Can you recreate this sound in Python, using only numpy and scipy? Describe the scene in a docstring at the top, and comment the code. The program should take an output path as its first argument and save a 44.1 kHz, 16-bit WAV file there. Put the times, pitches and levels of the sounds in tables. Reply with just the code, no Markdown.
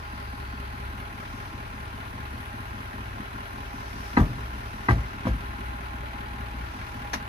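"""On a tight turn, close to a handheld camera: a V8 diesel pickup idles at 600 rpm and creeps round.
The exhaust is pulses ringing a pipe; the block clatters with noise and resonances swelled by each firing.
Tyres scrub as shaped noise; hitch blows ring steel and bed modes, and the trailer booms after them.
A stone snaps under a tyre; air hiss, a fuzzy whine and low hums lie behind. Two microphone ports hear it all."""
import sys
import numpy as np
from scipy import signal
from scipy.fft import rfft, irfft, next_fast_len
from scipy.io import wavfile
from scipy.ndimage import uniform_filter1d, map_coordinates

SR = 44100
rng = np.random.default_rng(int(sys.argv[2]) if len(sys.argv) > 2 else 0)


def log_audio(samples):
    """Write samples as a 16-bit WAV file to the path given in sys.argv[1]."""
    # one column per channel
    frames = np.atleast_2d(samples).T
    # limit to full scale, then quantise
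    limited = np.clip(frames, -1, 1)
    pcm = np.round(limited * 32767).astype(np.int16)
    wavfile.write(sys.argv[1], SR, pcm)


N = 321048

# how far the crank trails a perfectly steady idle: (time [s], lag [ms])
CRANK_LAG = [(0, 5.5), (2.2, 8.7), (2.9, 10.7), (4, 10.1), (5.2, 12.6), (6.4, 12.7), (6.7, 16.3), (7.0, 24),
             (7.28, 33)]
# the eight firings of a cycle: (exhaust pulse size, combustion knock [dB], injector spit [dB])
CYLINDERS = [(3, -3, 4), (1.2, -3.5, -4), (0.66, -3, 6.5), (0.43, -44, 0.5), (1.85, -7, -9),
             (0.2, -4.5, 1.5), (1.56, -26, -6), (1.27, -2.5, 2)]
# exhaust pipe resonances: (frequency [Hz], width [Hz], level [dB])
PIPE_MODES = [(64.4, 4.2, -23), (78, 4.6, -34), (117.8, 11.3, 0), (401.7, 6.6, -5), (833, 9.5, -6),
              (1038, 17, -2.5)]
# clean exhaust tones: (multiple of the cycle rate, level [dB])
EXHAUST_TONES = [(8, -44.5), (11, -56), (19, -46.5), (21, -76), (22, -50.5)]
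# colour of the exhaust rumble: (frequency [Hz], relative level [dB per Hz])
RUMBLE_COLOUR = [(22, -56), (35, -14), (62, -1), (100, -6.5), (150, -15), (230, -14), (330, -15),
                 (500, -22.5), (700, -66)]
# engine block resonances: (frequency [Hz], width [Hz], level [dB])
BLOCK_MODES = [(699, 20, -2.5), (829.5, 17, -2), (881, 39, 1.5), (974.4, 49, 4.5), (1055, 17, 5),
               (1254, 16, -7), (1412, 13.7, 3), (1591, 24, -0.5), (1762, 20, -14), (3915, 27, -11.5)]
# colour of the clatter: (frequency [Hz], relative level [dB per Hz])
CLATTER_COLOUR = [(400, -28), (600, 0.5), (900, -6), (1400, 4.5), (2000, -2.5), (2600, -6), (3300, -36)]
# colour of the upper clatter: (frequency [Hz], relative level [dB per Hz])
UPPER_COLOUR = [(2000, -2), (2800, 9), (3500, 4.5), (4200, -0.5), (4800, -6), (5500, -46)]
# colour of the hiss: (frequency [Hz], relative level [dB per Hz])
HISS_COLOUR = [(7500, -34), (8500, -1), (9500, 2.5), (11500, -1.5), (13800, -2.5), (14500, -13),
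               (15600, -14)]
# tyres scrub harder while the truck moves: (time [s], level [dB])
TYRE_LEVEL = [(0, -60.5), (1.05, -63), (1.35, -55), (1.6, -61), (3.4, -61), (3.75, -56), (4.08, -50.5),
              (4.35, -58), (4.9, -56), (5.3, -61), (6.4, -67), (6.75, -56.5), (7.0, -58), (7.28, -69)]
# colour of the tyre scrub: (frequency [Hz], relative level [dB per Hz])
SCRUB_COLOUR = [(4200, -4.5), (5000, -0.5), (5800, -0.5), (6500, -7.5), (7300, -9.5), (8000, -8),
                (9000, -24)]
# a loose panel knocks at the same places of every cycle: (place [firings into the cycle], level [dB])
PANEL_KNOCKS = [(5.098, -37), (5.423, -44), (5.821, -38.5), (7.5, -39)]
# panel modes: (frequency [Hz], level [dB], t60 [s])
PANEL_MODES = [(212, 2, 0.088), (245.2, 3, 0.097), (271, -2, 0.037), (324, -9.5, 0.044)]
# hitch blows: (time [s], steel [dB, before a common gain of 1/3], steel rings from [Hz], up to [Hz],
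# bed [dB], boom [dB], boom resting pitch [Hz], overtone [dB]); a soft blow has a lower upper edge
HITCH_BLOWS = [(3.198, -57, 602, 1450, -33, -52, 44.3, -46), (4.168, -19.5, 900, 4300, -28, -17, 42.4, -20),
               (4.1722, -14.5, 790, 2610, -11.5, -45, 46, -28),
               (4.196, -25, 650, 1900, -20.5, -32, 54, -16), (4.295, -54, 600, 1500, -37, -43, 55.4, -31),
               (4.375, -57, 600, 1500, -49, -35, 55.3, -31), (4.885, -9.5, 950, 2290, -15, -11, 54.5, -13),
               (4.908, -18.5, 900, 2300, -26, -18, 53.8, -36),
               (4.956, -50, 600, 1500, -41, -26.5, 53.5, -30), (5.007, -44, 600, 2400, -40, -41, 53, -47),
               (5.253, -21, 1250, 1160, -20.5, -35, 51.6, -23.5),
               (5.269, -15.5, 755, 700, -18, -18, 49.6, -32), (5.585, -55, 600, 1504, -33, -60, 54, -40)]
# hitch steel modes: (frequency [Hz], level [dB], t60 [s])
STEEL_MODES = [(517, 5, 0.11), (570, -4.5, 0.15), (671, -4, 0.22), (737, -0.5, 0.11), (817, 1, 0.11),
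               (890, -0.5, 0.07), (963, 7.5, 0.082), (1060, 8.5, 0.048), (1156, -1, 0.13),
               (1250, 3.5, 0.059), (1587, 3.5, 0.065), (1753, -3.5, 0.094), (1950, 6.5, 0.043),
               (2250, -10, 0.041), (2610, -9, 0.038), (2590, -18, 0.089), (4020, -1.5, 0.05)]
# truck bed modes: (frequency [Hz], level [dB], t60 [s])
BED_MODES = [(205.8, 0.5, 0.13), (243.6, 6, 0.069), (277.2, 4, 0.067), (314, -8, 0.13), (363, -2.5, 0.091),
             (402.5, -9, 0.1)]
# colour of the trailer rattle: (frequency [Hz], relative level [dB per Hz])
RATTLE_COLOUR = [(30, -32), (60, -0.5), (120, 3), (250, -8.5), (400, -19.5), (700, -24), (1200, -26),
                 (2500, -53)]
# colour of the grit at the hitch: (frequency [Hz], relative level [dB per Hz])
GRIT_COLOUR = [(300, 15), (1500, 13.5), (4000, -1), (6500, -7), (8000, -14.5), (11000, -10), (14300, -30),
               (15600, -30)]
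# a stone snaps under a tyre: (time [s], level [dB], t60 [s], ring against the crunch [dB])
STONE_SNAPS = [(7.1323, -31, 0.05, 1), (7.134, -30.5, 0.038, -6), (7.1377, -21.5, 0.017, -7),
               (7.142, -28.5, 0.15, -8)]
# colour of the stone crunch: (frequency [Hz], relative level [dB per Hz])
STONE_COLOUR = [(180, -17), (300, 4), (430, -10), (669, -0.5), (1940, -4.5), (2970, -12), (5900, -15.5),
                (8050, -27), (12700, -26), (15000, -53)]
# ring of the stone: (frequency [Hz], level [dB], t60 [s])
STONE_MODES = [(1650, 9, 0.02), (3780, -3, 0.018), (4210, -0.5, 0.022), (5720, 1, 0.023), (6430, -4, 0.022)]
# a low note sinks, then glides upward and fades, perhaps a far engine pulling away:
# (time [s], frequency [Hz], level [dB])
GLIDE = [(0, 67, -42), (.9, 63.7, -37), (1.22, 62, -58), (1.45, 62.8, -43), (1.75, 67.4, -41.5),
         (1.9, 68.1, -48), (2.2, 66.4, -41.5), (2.33, 71.6, -37), (2.5, 86, -50), (2.75, 97.7, -51),
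         (3.4, 105.6, -47), (3.8, 113.5, -68), (4.05, 114.8, -76)]
# a low hum comes in after 2 s and wavers: (time [s], frequency [Hz], level [dB])
HUM = [(2.2, 63.74, -66), (2.5, 61.5, -44.5), (3.5, 61.9, -46), (4.1, 59.64, -38), (4.5, 62.3, -37),
       (4.8, 63, -44), (5.45, 59.7, -39.5), (5.7, 60.15, -34), (6.3, 61.4, -39), (6.65, 60.56, -37),
       (6.8, 64.3, -46), (7.1, 62.2, -37), (7.28, 63.3, -45)]
# likeness of the two ports for the truck: (frequency [Hz], likeness [0-1])
TRUCK_ALIKE = [(60, 0.94), (260, 0.94), (500, 0.27), (1000, 0.68), (1500, 0.7), (2000, 0.23), (2600, 0.027),
               (6000, 0.33), (8000, 0.85), (9500, 0.17), (11000, .99), (13000, 1), (14000, 0.21),
               (14600, 0.92)]
# phase between the ports for the truck: (frequency [Hz], left leads by [rad])
TRUCK_LEAD = [(0, 0), (400, -.6), (600, -2), (1300, -2.6), (1640, -3.3), (2240, -5.8), (2930, -10.3),
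              (3960, -12.6), (4570, -12.4), (5430, -16.9), (6120, -13.6), (7670, -15.5), (10600, -18.7),
              (13300, -18.9), (14500, -22)]
# likeness of the two ports for the nearer hitch: (frequency [Hz], likeness [0-1])
HITCH_ALIKE = [(200, .98), (500, .9), (1300, .9), (2500, .6), (6000, .3), (11000, .9)]
# phase between the ports for the nearer hitch: (frequency [Hz], left leads by [rad])
HITCH_LEAD = [(0, 0), (900, -1.2), (1300, -2), (1900, -3.4), (2400, -5.3), (4000, -5.3), (7670, -15.5),
              (10600, -18.7), (13300, -18.9), (14500, -22)]
# level between the ports: (frequency [Hz], left over right [dB])
PORT_TILT = [(60, 1.5), (200, 1), (400, 2), (550, 0.5), (800, -4), (1000, 0), (1400, 4.5), (2000, 4),
             (2500, -4), (4400, 4), (7000, 2.5), (9500, -2.5), (11000, 0)]

FIRING_HZ, FIRING_SCATTER_DB = 40, 1.2
THROB_DB, RUMBLE_DB, RUMBLE_GROWS_DB_PER_S = -46, -44, 0.11
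CLATTER_DB, CLATTER_GROWS_DB_PER_S = -44, 0.1963  # the engine comes slowly nearer
BLOCK_DB, UPPER_DB, VALVES_DB = -4, -9, -6  # against the clatter
# share of the noise power that comes back each cycle; radians a cycle that the pattern turns
REPEATS, UPPER_REPEATS, RUMBLE_REPEATS, DRIFT_PER_CYCLE = .68, .2, .3, .25
LUMPS_DB = 1.3  # rms of the random patches of gain
HISS_DB, HISS_DRIFT_DB = -65, 1.2  # steady engine hiss
SCRUB_HISS_DB = -9.5  # top end of the scrub against its body
BOOM_PEAK_S, RATTLE_DB, GRIT_DB = .049, -8, -13.5  # rattle against the overtone, grit against the steel
DULL_DB_PER_OCTAVE = -19.5  # outside the range that a contact rings
BED_CORNER = 0.41  # where a soft contact dulls the bed, as a share of the steel's upper edge
TWIN_RINGS = 1.1  # t60 of a twin mode against its fellow
AIR_DB, AIR_FROM_HZ, AIR_SLIDE_HZ_PER_S, AIR_PEAK_S, AIR_LASTS_S = -58, 4700, 510, 0.44, 0.57
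WHINE_HZ, WHINE_FROM_DB, WHINE_TO_DB, WHINE_GROWS_S, WHINE_TAKES_S = 822, -52.5, -47, 5.56, 0.21
HUM_WAVER_DB = 1.5
TOP_HZ = 15590


def firings():
    """Crank position in firings since the start of the first cycle; the lag bends a steady idle."""
    lag_ms, = curves(CRANK_LAG)
    return FIRING_HZ * (np.arange(N) / SR - lag_ms / 1000) + 8


def exhaust(turn):
    """Uneven pulses of the two banks ring the pipe and hold clean tones over a rumble."""
    at, k = beats(turn, offset=.8)
    pulses = np.zeros(N)
    pulses[at] = -np.array(CYLINDERS)[(k + 1) % 8, 0] * amp(1.3 * rng.standard_normal(len(at)))
    throb = amp(THROB_DB) * unit(resonant(pulses, PIPE_MODES))
    throb += sum(amp(db) * np.sin(2 * np.pi * round(multiple) * turn / 8) for multiple, db in EXHAUST_TONES)
    rumble = rush(RUMBLE_COLOUR, amp(0.93 * wobble(11.0)), cyclic(turn, RUMBLE_REPEATS))
    rumble_db = RUMBLE_DB + RUMBLE_GROWS_DB_PER_S * np.arange(N) / SR
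    return with_echoes(throb) + amp(rumble_db) * rumble


def raps_and_spits(turn):
    """Each firing gives one combustion knock and one injector spit, slightly scattered in size."""
    at, k = beats(turn, offset=0.707)
    hits = np.zeros((2, N))
    scatter = FIRING_SCATTER_DB * rng.standard_normal(len(at))
    hits[:, at] = amp(np.array(CYLINDERS)[(k + 1) % 8, 1:].T + scatter)
    return hits


def clatter(turn, knocks, spits):
    """Each firing raps the block and swells noise that partly returns every cycle."""
    body = rush(CLATTER_COLOUR, 0.4 + swell(knocks, decay=0.075), cyclic(turn, REPEATS))
    block = unit(resonant((2.6 + swell(knocks, decay=0.018)) * cyclic(turn, REPEATS), BLOCK_MODES))
    upper = rush(UPPER_COLOUR, 0.5 + swell(spits, decay=0.051), cyclic(turn, UPPER_REPEATS))
    return amp(nearness_db()) * (body + amp(BLOCK_DB) * block + amp(UPPER_DB) * upper)


def nearness_db():
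    """Level of the clatter over time, as the engine comes nearer."""
    return CLATTER_DB + CLATTER_GROWS_DB_PER_S * np.arange(N) / SR


def valves(turn, count=64):
    """Valve and injector ticks come back at the same places of every cycle and ring the block."""
    ticks = np.zeros((2, N))
    # most follow a firing closely
    places = (np.arange(count) % 8 + .8 + rng.exponential(.25, count)) / 8 % 1
    for place, sign in zip(places, rng.choice([-1, 1], (count, 2))):
        at = beats(turn / 8, offset=place)[0]
        ticks[:, at] += sign[:, None] * amp(1.3 * rng.standard_normal(len(at)))
    broad = unit(filtered(ticks, lambda hz: amp(along(CLATTER_COLOUR, hz))))
    return amp(nearness_db() + VALVES_DB) * (unit(resonant(ticks, BLOCK_MODES)) + 0.24 * broad)


def scrub_and_hiss(spits):
    """Tyre scrub follows the truck's motion over a steady engine hiss; both noises swell with the spits."""
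    scrub_db, = curves(TYRE_LEVEL)
    scrub = rush(SCRUB_COLOUR, (3.4 + swell(spits, decay=0.048)) * amp(0.3 * wobble(27.5)))
    flicker = amp(0.9 * wobble(25) + HISS_DRIFT_DB * wobble(rate=4.02))
    hiss = rush(HISS_COLOUR, (0.81 + swell(spits, decay=0.034)) * flicker)
    hiss_gain = np.hypot(amp(HISS_DB), amp(scrub_db + SCRUB_HISS_DB))
    return amp(scrub_db) * scrub + hiss_gain * hiss


def loose_panel(turn):
    """Four dull knocks in every engine cycle ring the panel's modes."""
    out = np.zeros(N + SR)
    for place, db in PANEL_KNOCKS:
        for i in beats(turn / 8, offset=place / 8)[0]:
            knock = ring(PANEL_MODES, rise=0.004, spread_db=1.5)
            out[i:i + SR // 2] += amp(db + rng.normal(0, 1.0)) * knock
    return with_echoes(out[:N])


def hitch():
    """A blow rings the steel and the bed and sends a falling boom and a rattle through the trailer."""
    out, rattle, grit = np.zeros((3, N + SR))
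    for s, steel_db, from_hz, to_hz, bed_db, boom_db, boom_hz, over_db in HITCH_BLOWS:
        span = half_second(s)
        modes = [(hz, db + dull_db(hz / to_hz) + dull_db(from_hz / hz), t60) for hz, db, t60 in STEEL_MODES]
        # each steel mode has a close twin
        modes += [(1.015 * hz, db - 6, TWIN_RINGS * t60) for hz, db, t60 in modes]
        bed = [(hz, db + dull_db(hz / to_hz / BED_CORNER), t60) for hz, db, t60 in BED_MODES]
        out[span] += amp(steel_db) * ring(modes, rise=0.00074, spread_db=2.5, turns=0.94) / 3
        out[span] += amp(bed_db) * ring(bed, rise=0.005, spread_db=2.0)
        out[span] += boom(boom_hz, boom_db, BOOM_PEAK_S, start=3.27, t60=0.22)
        out[span] += boom(1.987 * boom_hz, over_db, 0.534 * BOOM_PEAK_S, start=1.73, t60=0.16)
        rattle[span] += amp(over_db + RATTLE_DB) * puff(t60=0.42, rise=0.0043)
        grit[span] += amp(steel_db + GRIT_DB) * puff(t60=0.13, rise=0.0084)
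    shaking = rattle[:N] * rush(RATTLE_COLOUR, amp(2.0 * wobble(40)))
    grinding = grit[:N] * rush(GRIT_COLOUR, amp(2.3 * rng.standard_normal(N)))
    return with_echoes(out[:N]) + shaking + grinding


def dull_db(ratio):
    """Loss of a mode beyond a contact's edge, smooth around a ratio of 1."""
    return DULL_DB_PER_OCTAVE * np.log2(1 + ratio ** 4) / 4


def boom(hz, db, peak, start, t60):
    """A bending wave: its pitch falls from start times the resting pitch while it swells to a peak."""
    t = np.arange(SR // 2) / SR
    pitch = hz * (1 + (start - 1) * np.exp(-2.5 * t / peak))
    attack = 0.08 + 0.64 * np.sin(np.pi / 2 * t / peak) ** 2
    envelope = np.where(t < peak, attack, amp(-60 * (t - peak) / t60))
    return amp(db) * envelope * np.sin(2 * np.pi * np.cumsum(pitch) / SR)


def stone():
    """A stone cracks in steps: gritty bursts, each with a short bright ring."""
    snap, shards = np.zeros((2, N + SR))
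    for s, db, t60, ring_db in STONE_SNAPS:
        span = half_second(s)
        snap[span] += amp(db) * puff(t60, rise=0.00044)
        shards[span] += amp(db + ring_db) * ring(STONE_MODES, rise=0.00056, spread_db=3.0, turns=1.0)
    crunch = rush(STONE_COLOUR, amp(6.0 * rng.standard_normal(N)))
    return snap[:N] * crunch + with_echoes(shards[:N])


def sliding_air():
    """A band of air hiss, slow noise on a falling carrier, slides down at the start."""
    t = np.arange(N) / SR
    slow = unit(filtered(rng.standard_normal((2, N)), lambda hz: 1 / (1 + (hz / 450) ** 4)))
    slide = np.sin(2 * np.pi * (AIR_FROM_HZ * t - AIR_SLIDE_HZ_PER_S * t * t / 2))
    envelope = np.exp(-((t - AIR_PEAK_S) / AIR_LASTS_S) ** 4)
    return amp(AIR_DB) * envelope * slow * amp(0.88 * wobble(11.0)) * slide


def whine():
    """A fuzzy whine, noise through one narrow resonance, grows near the end."""
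    growth = 1 / (1 + np.exp((WHINE_GROWS_S - np.arange(N) / SR) / WHINE_TAKES_S))
    level_db = WHINE_FROM_DB + (WHINE_TO_DB - WHINE_FROM_DB) * growth
    return amp(level_db) * unit(resonant(rng.standard_normal((2, N)), [(WHINE_HZ, 11, 0)]))


def hums():
    """Two low tones apart from the idle: one glides, one wavers about its place."""
    def tone(hz, db):
        return amp(db + HUM_WAVER_DB * wobble(11)) * np.sin(2 * np.pi * np.cumsum(hz) / SR)
    return with_echoes(tone(*curves(GLIDE)) + tone(*curves(HUM)))


def with_echoes(x):
    """The direct sound paired with its scatter off ground and bodywork; long waves hardly scatter."""
    fade = amp(-60 * np.arange(SR // 10) / SR / .08)
    tail = rfft(rng.standard_normal(SR // 10) * fade)
    hz = np.fft.rfftfreq(SR // 10, 1 / SR)
    # keep only the tail's phases, so that the scatter has an even spectrum above the long waves
    even = np.sqrt(fade) * irfft(tail / np.abs(tail) * hz / (hz + 200))
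    return np.array([x, signal.fftconvolve(x, even / np.linalg.norm(even))[:N]])


def ports(sound, lead, alike):
    """A source reaches two spaced microphone ports: partly alike, tilted and shifted by frequency."""
    def mix(hz):
        angle = np.arccos(np.clip(along(alike, hz), 0, 1)) / 2
        return np.array([np.cos(angle), np.sin(angle)])

    def skew(hz):
        return amp(along(PORT_TILT, hz) / 2) * np.exp(.5j * np.interp(hz, *np.transpose(lead)))
    shared, own = filtered(sound, mix)
    return filtered(np.array([shared + own, shared - own]), lambda hz: np.array([skew(hz), 1 / skew(hz)]))


def amp(db):
    """dB to gain."""
    return 10 ** (np.asarray(db) / 20)


def unit(x):
    """x at rms 1."""
    return x / np.sqrt(np.mean(x ** 2) + 1e-20)


def along(points, hz):
    """(frequency [Hz], value) points read on a log axis."""
    f, v = np.transpose(points)
    return np.interp(np.log(hz + 1), np.log(f + 1), v)


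def curves(rows):
    """One value per sample for each column after the time."""
    s, *cols = np.transpose(rows)
    return [np.interp(np.arange(N) / SR, s, c) for c in cols]


def half_second(s):
    """The half second of samples from time s on."""
    return slice(round(s * SR), round(s * SR) + SR // 2)


def beats(count, offset):
    """Samples at which the count passes a whole number plus offset, and those numbers."""
    whole = np.floor(count - offset).astype(int)
    at = np.flatnonzero(np.diff(whole)) + 1
    return at, whole[at]


def wobble(rate):
    """A smooth random curve, rate knots a second."""
    return map_coordinates(rng.standard_normal(int(N * rate / SR) + 4), [np.arange(N) * rate / SR])


def filtered(x, response):
    """x times a complex response of frequency."""
    m = next_fast_len(N + SR // 2)
    return irfft(rfft(x, m) * response(np.fft.rfftfreq(m, 1 / SR)), m)[..., :N]


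def resonant(x, modes):
    """x through causal resonances of (frequency [Hz], width [Hz], level [dB])."""
    def response(f):
        return sum(amp(db) * 1j * f * w / (c * c - f * f + 1j * f * w) for c, w, db in modes)
    return filtered(x, response)


def rush(colour, gate, noise=None):
    """Two gated noises of one colour, rms 1; fresh unrelated noises unless some are given."""
    noise = rng.standard_normal((2, N)) if noise is None else noise
    return unit(filtered(gate * noise, lambda hz: amp(along(colour, hz))))


def ring(modes, rise, spread_db, turns=0):
    """One blow on decaying modes that swell in over rise seconds, starting up to turns cycles apart."""
    t = np.arange(SR // 2) / SR
    tones = 0
    for hz, db, t60 in modes:
        decay = amp(db + rng.normal(0, spread_db) - 60 * t / t60)
        tones = tones + decay * np.sin(2 * np.pi * (hz * t + turns * rng.random()))
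    return tones * (1 - np.exp(-(t / rise) ** 2))


def puff(t60, rise):
    """The envelope of a short burst."""
    t = np.arange(SR // 2) / SR
    return amp(-60 * t / t60) * (1 - np.exp(-t / rise))


def swell(hits, decay):
    """Each hit opens into a short envelope that decays with a t60 in seconds."""
    return signal.fftconvolve(hits, puff(decay, rise=0.0051)[:SR // 10])[:N]


def cyclic(turn, share):
    """Noise of which a share of the power returns every cycle, turning slowly between two patterns."""
    size = 8 * SR // FIRING_HZ
    a, b = rng.standard_normal((2, 2, size))[..., (turn / 8 * size).astype(int) % size]
    drift = DRIFT_PER_CYCLE * turn / 8
    pattern = np.cos(drift) * a + np.sin(drift) * b
    return np.sqrt(share) * pattern + np.sqrt(1 - share) * rng.standard_normal((2, N))


def lumpy(x):
    """x with patches of random gain in time and pitch, so that its lines waver and break up."""
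    z = signal.stft(x, nperseg=1024)[2]
    field = uniform_filter1d(rng.standard_normal(z.shape[1:]), size=3, axis=0)
    field = uniform_filter1d(field, size=2, axis=1)
    return signal.istft(z * amp(LUMPS_DB * unit(field)), nperseg=1024)[1][:, :N]


def scene():
    """Engine and front tyre lie well to the right, the hitch nearer straight ahead."""
    turn = firings()
    knocks, spits = raps_and_spits(turn)
    engine = lumpy(clatter(turn, knocks, spits) + valves(turn) + scrub_and_hiss(spits))
    truck = exhaust(turn) + engine + loose_panel(turn) + stone()
    background = sliding_air() + whine() + hums()
    return ports(truck + background, TRUCK_LEAD, TRUCK_ALIKE) + ports(hitch(), HITCH_LEAD, HITCH_ALIKE)


def record(dry):
    """The camera keeps nothing above its band limit."""
    return filtered(dry, lambda hz: hz < TOP_HZ)


dry = scene()
out = record(dry)
log_audio(out)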